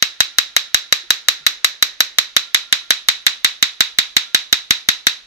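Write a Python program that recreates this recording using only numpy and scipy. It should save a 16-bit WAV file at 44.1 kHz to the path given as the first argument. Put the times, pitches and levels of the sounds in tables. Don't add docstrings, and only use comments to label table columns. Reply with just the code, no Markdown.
import sys
import numpy as np
from scipy import signal
from scipy.io import wavfile

SR = 44100
rng = np.random.default_rng(int(sys.argv[2]) if len(sys.argv) > 2 else 0)


def master_out(mix):
    frames = np.transpose(np.atleast_2d(mix))
    ceiling = np.clip(frames, -1, 1)
    pcm = np.round(ceiling * 32767).astype(np.int16)
    wavfile.write(sys.argv[1], SR, pcm)


N = 232183

FIRST_SPARK_S, SPARK_EVERY_S, SPARK_COUNT = 0.0247, 0.18, 29
PORT_HZ, PORT_WIDTH_HZ = 3883, 246


def snaps():
    # left/dB, right/dB
    modes = [(107, 0.0067, -34, -49, 25, -5), (256, 0.016, -26, -24, 14, 12.5),
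             (771, 0.021, -21, -20, 10.5, 7.5), (1282, 0.0095, 8.5, -3.5, -6, -15.5),
             (1624, 0.0057, 14.5, -3.5, 1.5, 3.5), (2077, 0.0061, 13.5, -3.5, 3.5, -1),
             (2883, 0.0047, -6, 11.5, 4.5, -2.7), (3607, 0.0082, 6.5, 3, -1, 9),
             (3879, 0.0097, 4.5, 14, 1.5, -10), (4456, 0.0084, 9, 2.5, -17.5, -8.5),
             (6073, 0.0032, 21, 11, -9.5, -5), (7450, 0.0018, 15, 12.5, -2.5, -3),
             (9240, 0.0015, 5, 8.5, 10, 0), (12200, 0.001, -24, -3, 10, 24),
             (12370, 0.0043, 21.5, -19.5, -38, -12.5)]
    # delay/s, left level/dB, right level/dB,
    # change when fully pulled back/dB
    echoes = [(.0078, -54, -50, 2), (0.012, -39, -46, 9), (.0135, -31.5, -36, 14), (0.017, -33, -58, -5),
              (.0280, -50, -29, 9.5), (0.041, -52, -31, -19)]
    spread_db = 1.69
    lows_below_hz, lows_late_s = 4200, [0.0005727, 0.00021]
    port_ring_late_s = [0.001514, 0.0004138]

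    sparks = spark_times()
    back, _ = phone_at(sparks)
    spread = spread_db * rng.standard_normal((len(sparks), len(modes), 2))
    port_mode = np.argmin(np.abs(np.array(modes)[:, 0] - PORT_HZ))
    direct, walls = np.zeros((2, 2, N))
    for k, (hz, t60, *heard_db) in enumerate(modes):
        late_s = [0, 0]
        if k == port_mode:
            late_s = port_ring_late_s
        elif hz < lows_below_hz:
            late_s = lows_late_s
        clicks = np.zeros((2, 2, N))
        for ear in range(2):
            level_db = heard_db[ear] + heard_db[2 + ear] * back + spread[:, k, ear]
            arrival = sparks + late_s[ear]
            add_clicks(clicks[0, ear], arrival, amp(level_db))
            for delay, *wall_db, wall_change_db in echoes:
                echo_db = level_db + wall_db[ear] + wall_change_db * back
                add_clicks(clicks[1, ear], arrival + delay, amp(echo_db))
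        rung = (-1) ** k * ring(clicks, hz, t60)
        direct += rung[0]
        walls += rung[1]
    return direct + furnished_walls(walls)


def furnished_walls(echoes):
    smear_t60_s, low_hz, high_hz = 0.009, 1500, 7000
    t = np.arange(SR // 100) / SR
    burst = rng.standard_normal((2, len(t))) * amp(-60 * t / smear_t60_s)
    burst /= np.linalg.norm(burst, axis=1, keepdims=True)
    smeared = signal.fftconvolve(echoes, burst, axes=1)[:, :N]
    wall_band = signal.butter(2, [low_hz, high_hz], "band", fs=SR, output="sos")
    return signal.sosfilt(wall_band, smeared)


def room():
    # f/Hz, left level/dB, right level/dB, t60/s,
    # change when fully pulled back/dB
    decay = [(100, -33.5, -47, 0.088, -17), (208, -29, -28.5, 0.35, -5), (410, -24.5, -24.5, 0.46, -9),
             (796, -22, -20.5, 0.38, 1), (1357, -5.5, -7, 0.27, 2.7), (1760, 1, -1.5, 0.35, -6),
             (2330, 4.5, 2, 0.22, 1.5), (2770, -6, -4.5, 0.34, 7), (4350, 1.5, -3.5, 0.27, -1.5),
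             (6140, 1.5, 1.5, 0.32, -2), (7800, -1, -17, 0.16, -1.5), (9600, -25, -28.5, 0.53, 2.5),
             (11970, 9, 7.5, 0.14, -10.5), (14100, -18, -16.5, 0.19, -12)]
    memory = 0.89
    earlier_loss_db = -4
    build_up_s = 0.0072
    scatter_db, scatter_t60_s, scatter_low_hz = 19, 0.022, 1680
    port_db = [9.5, 20]
    dip_hz, dip_width_hz, dip_share = 9000, 1600, 0.99

    sparks = np.r_[FIRST_SPARK_S - SPARK_EVERY_S, spark_times()]
    length = SR // 3
    back, room_db = phone_at(sparks)
    room_db = room_db + earlier_loss_db * (sparks < 0)
    white = rng.standard_normal((len(sparks), 2, 2, length))
    for k in range(1, len(sparks)):
        white[k] = memory * white[k - 1] + np.sqrt(1 - memory ** 2) * white[k]

    t, tails = np.arange(length) / SR, 0
    scatter = amp(scatter_db - 60 * t / scatter_t60_s)
    for hz, pair in stereo_bands(np.moveaxis(white, 0, 2)):
        left_db, right_db, t60, change_db = at_hz(decay, hz)
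        reverb = (1 - np.exp(-t / build_up_s)) * amp(-60 * t / t60)
        small_parts = 1 / (1 + (scatter_low_hz / hz) ** 2)
        gain = amp(np.c_[[left_db, right_db]] + change_db * back)[..., None]
        tails = tails + gain * pair * (reverb + small_parts * scatter)

    out = np.zeros((2, N + 2 * length))
    for k, (s, level_db) in enumerate(zip(sparks, room_db)):
        start = length + round(s * SR)
        out[:, start:start + length] += amp(level_db) * tails[:, k]
    out += amp(np.c_[port_db]) * resonance(out, PORT_HZ, PORT_WIDTH_HZ)
    out -= dip_share * resonance(out, dip_hz, dip_width_hz)
    return out[:, length:length + N]


def spark_times():
    # t/s, delay/s
    slip = [(0, 0), (1.3, .0002), (1.47, .0008), (2.1, .0004), (2.7, .0012), (3.9, .0016), (4.35, .0019),
            (4.53, .0027), (4.89, .003), (5.07, .004)]
    beat = FIRST_SPARK_S + SPARK_EVERY_S * np.arange(SPARK_COUNT)
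    return beat + np.interp(beat, *np.transpose(slip))


def phone_at(s):
    # t/s, pulled back (0 to 1), reverberation level/dB
    path = [(0, 0.45, -28), (1.4, 0.25, -27.5), (1.9, 0.11, -28.5), (2.4, 0.55, -27.5), (3.0, 0.7, -26.5),
            (4.0, 0.66, -27), (5.26, 0.5, -27)]
    times, back, room_db = np.transpose(path)
    return np.interp(s, times, back), np.interp(s, times, room_db)


def whine():
    # t/s, level/dB
    loudness = [(0, -66), (.45, -56), (.9, -57), (1.5, -59), (2.1, -85), (2.3, -57), (2.6, -57), (2.9, -63),
                (4.0, -79), (4.3, -59), (4.7, -75), (5.26, -78)]
    hz, width_hz = 1393, 20
    tone = resonance(rng.standard_normal(N), hz, width_hz)
    tone = resonance(tone, hz, width_hz)
    level_db = np.interp(np.arange(N) / SR, *np.transpose(loudness))
    return amp(level_db) * tone / np.std(tone)


def knocks():
    # t/s, f/Hz, level before the swell holds it down/dB, t60/s
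    hand = [(1.035, 355, -35, 0.057), (1.404, 154, -47, .16)]
    rise_s = 0.017
    t, out = np.arange(N) / SR, 0
    for s, hz, level_db, t60 in hand:
        since = np.maximum(t - s, 0)
        swell = 1 - np.exp(-since / rise_s)
        fade = amp(level_db - 60 * since / t60)
        out = out + swell * fade * np.sin(2 * np.pi * hz * since)
    return out


def air():
    # f/Hz, level/dB
    hiss = [(30, -69.5), (100, -84.5), (300, -75.5), (800, -71.5), (2000, -55.5), (3900, -56), (5500, -57),
            (7500, -92), (9500, -94), (14000, -87)]
    port_db = [1, 10]
    noise = 0
    for hz, pair in stereo_bands(rng.standard_normal((2, 2, N))):
        noise = noise + amp(at_hz(hiss, hz)[0]) * pair
    return noise + amp(np.c_[port_db]) * resonance(noise, PORT_HZ, PORT_WIDTH_HZ)


def stereo_bands(white):
    # f/Hz, likeness (0 to 1)
    likeness = [(60, 0.77), (600, 0.69), (1300, 0.2), (14000, 0.17)]
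    edges = 25 * 2 ** np.arange(0, 9.5, 0.4)
    for k, (low, high) in enumerate(zip(edges, edges[1:])):
        band = signal.butter(2, [low, high], "band", fs=SR, output="sos")
        mid, side = signal.sosfilt(band, white[k % 2])
        hz = np.sqrt(low * high)
        alike = at_hz(likeness, hz)[0]
        shared, apart = np.sqrt(1 + alike) * mid, np.sqrt(1 - alike) * side
        pair = np.array([shared + apart, shared - apart])
        yield hz, pair / np.std(pair)


def amp(db):
    return 10 ** (np.asarray(db) / 20)


def at_hz(rows, hz):
    f, *columns = np.transpose(rows)
    return np.array([np.interp(np.log(hz), np.log(f), c) for c in columns])


def resonance(x, hz, width_hz):
    r = np.exp(-np.pi * width_hz / SR)
    top = np.array([1, 0, -1]) * (1 - r * r) / 2
    return signal.lfilter(top, [1, -2 * r * np.cos(2 * np.pi * hz / SR), r * r], x)


def ring(clicks, hz, t60):
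    r, w = amp(-60 / (t60 * SR)), 2 * np.pi * hz / SR
    return signal.lfilter([0, np.sin(w)], [1, -2 * r * np.cos(w), r * r], clicks + 1e-18)


def add_clicks(track, s, heights):
    at = np.floor(s * SR).astype(int)
    share = s * SR - at
    track[at] += heights * (1 - share)
    track[at + 1] += heights * share


def widen(x):
    delay_s, level_db, low_hz = 0.00462, -10.5, 684
    high_pass = signal.butter(1, low_hz, "high", fs=SR, output="sos")
    side = signal.sosfilt(high_pass, (x[0] - x[1]) / 2)
    later = np.pad(side, (round(delay_s * SR), 0))[:N]
    return x + amp(level_db) * later * [[1], [-1]]


def scene():
    return snaps() + room() + whine() + knocks() + air()


def record(dry):
    clip_top, clip_hardness = 1, 8.4
    block_hz, cutoff_hz = 26.1, 14200
    wide = widen(dry)
    flat = wide / (1 + np.abs(wide / clip_top) ** clip_hardness) ** (1 / clip_hardness)
    blocked = signal.sosfilt(signal.butter(1, block_hz, "high", fs=SR, output="sos"), flat)
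    top_cut = signal.ellip(8, 0.2, 40, cutoff_hz, fs=SR, output="sos")
    return signal.sosfiltfilt(top_cut, blocked)


dry = scene()
out = record(dry)
master_out(out)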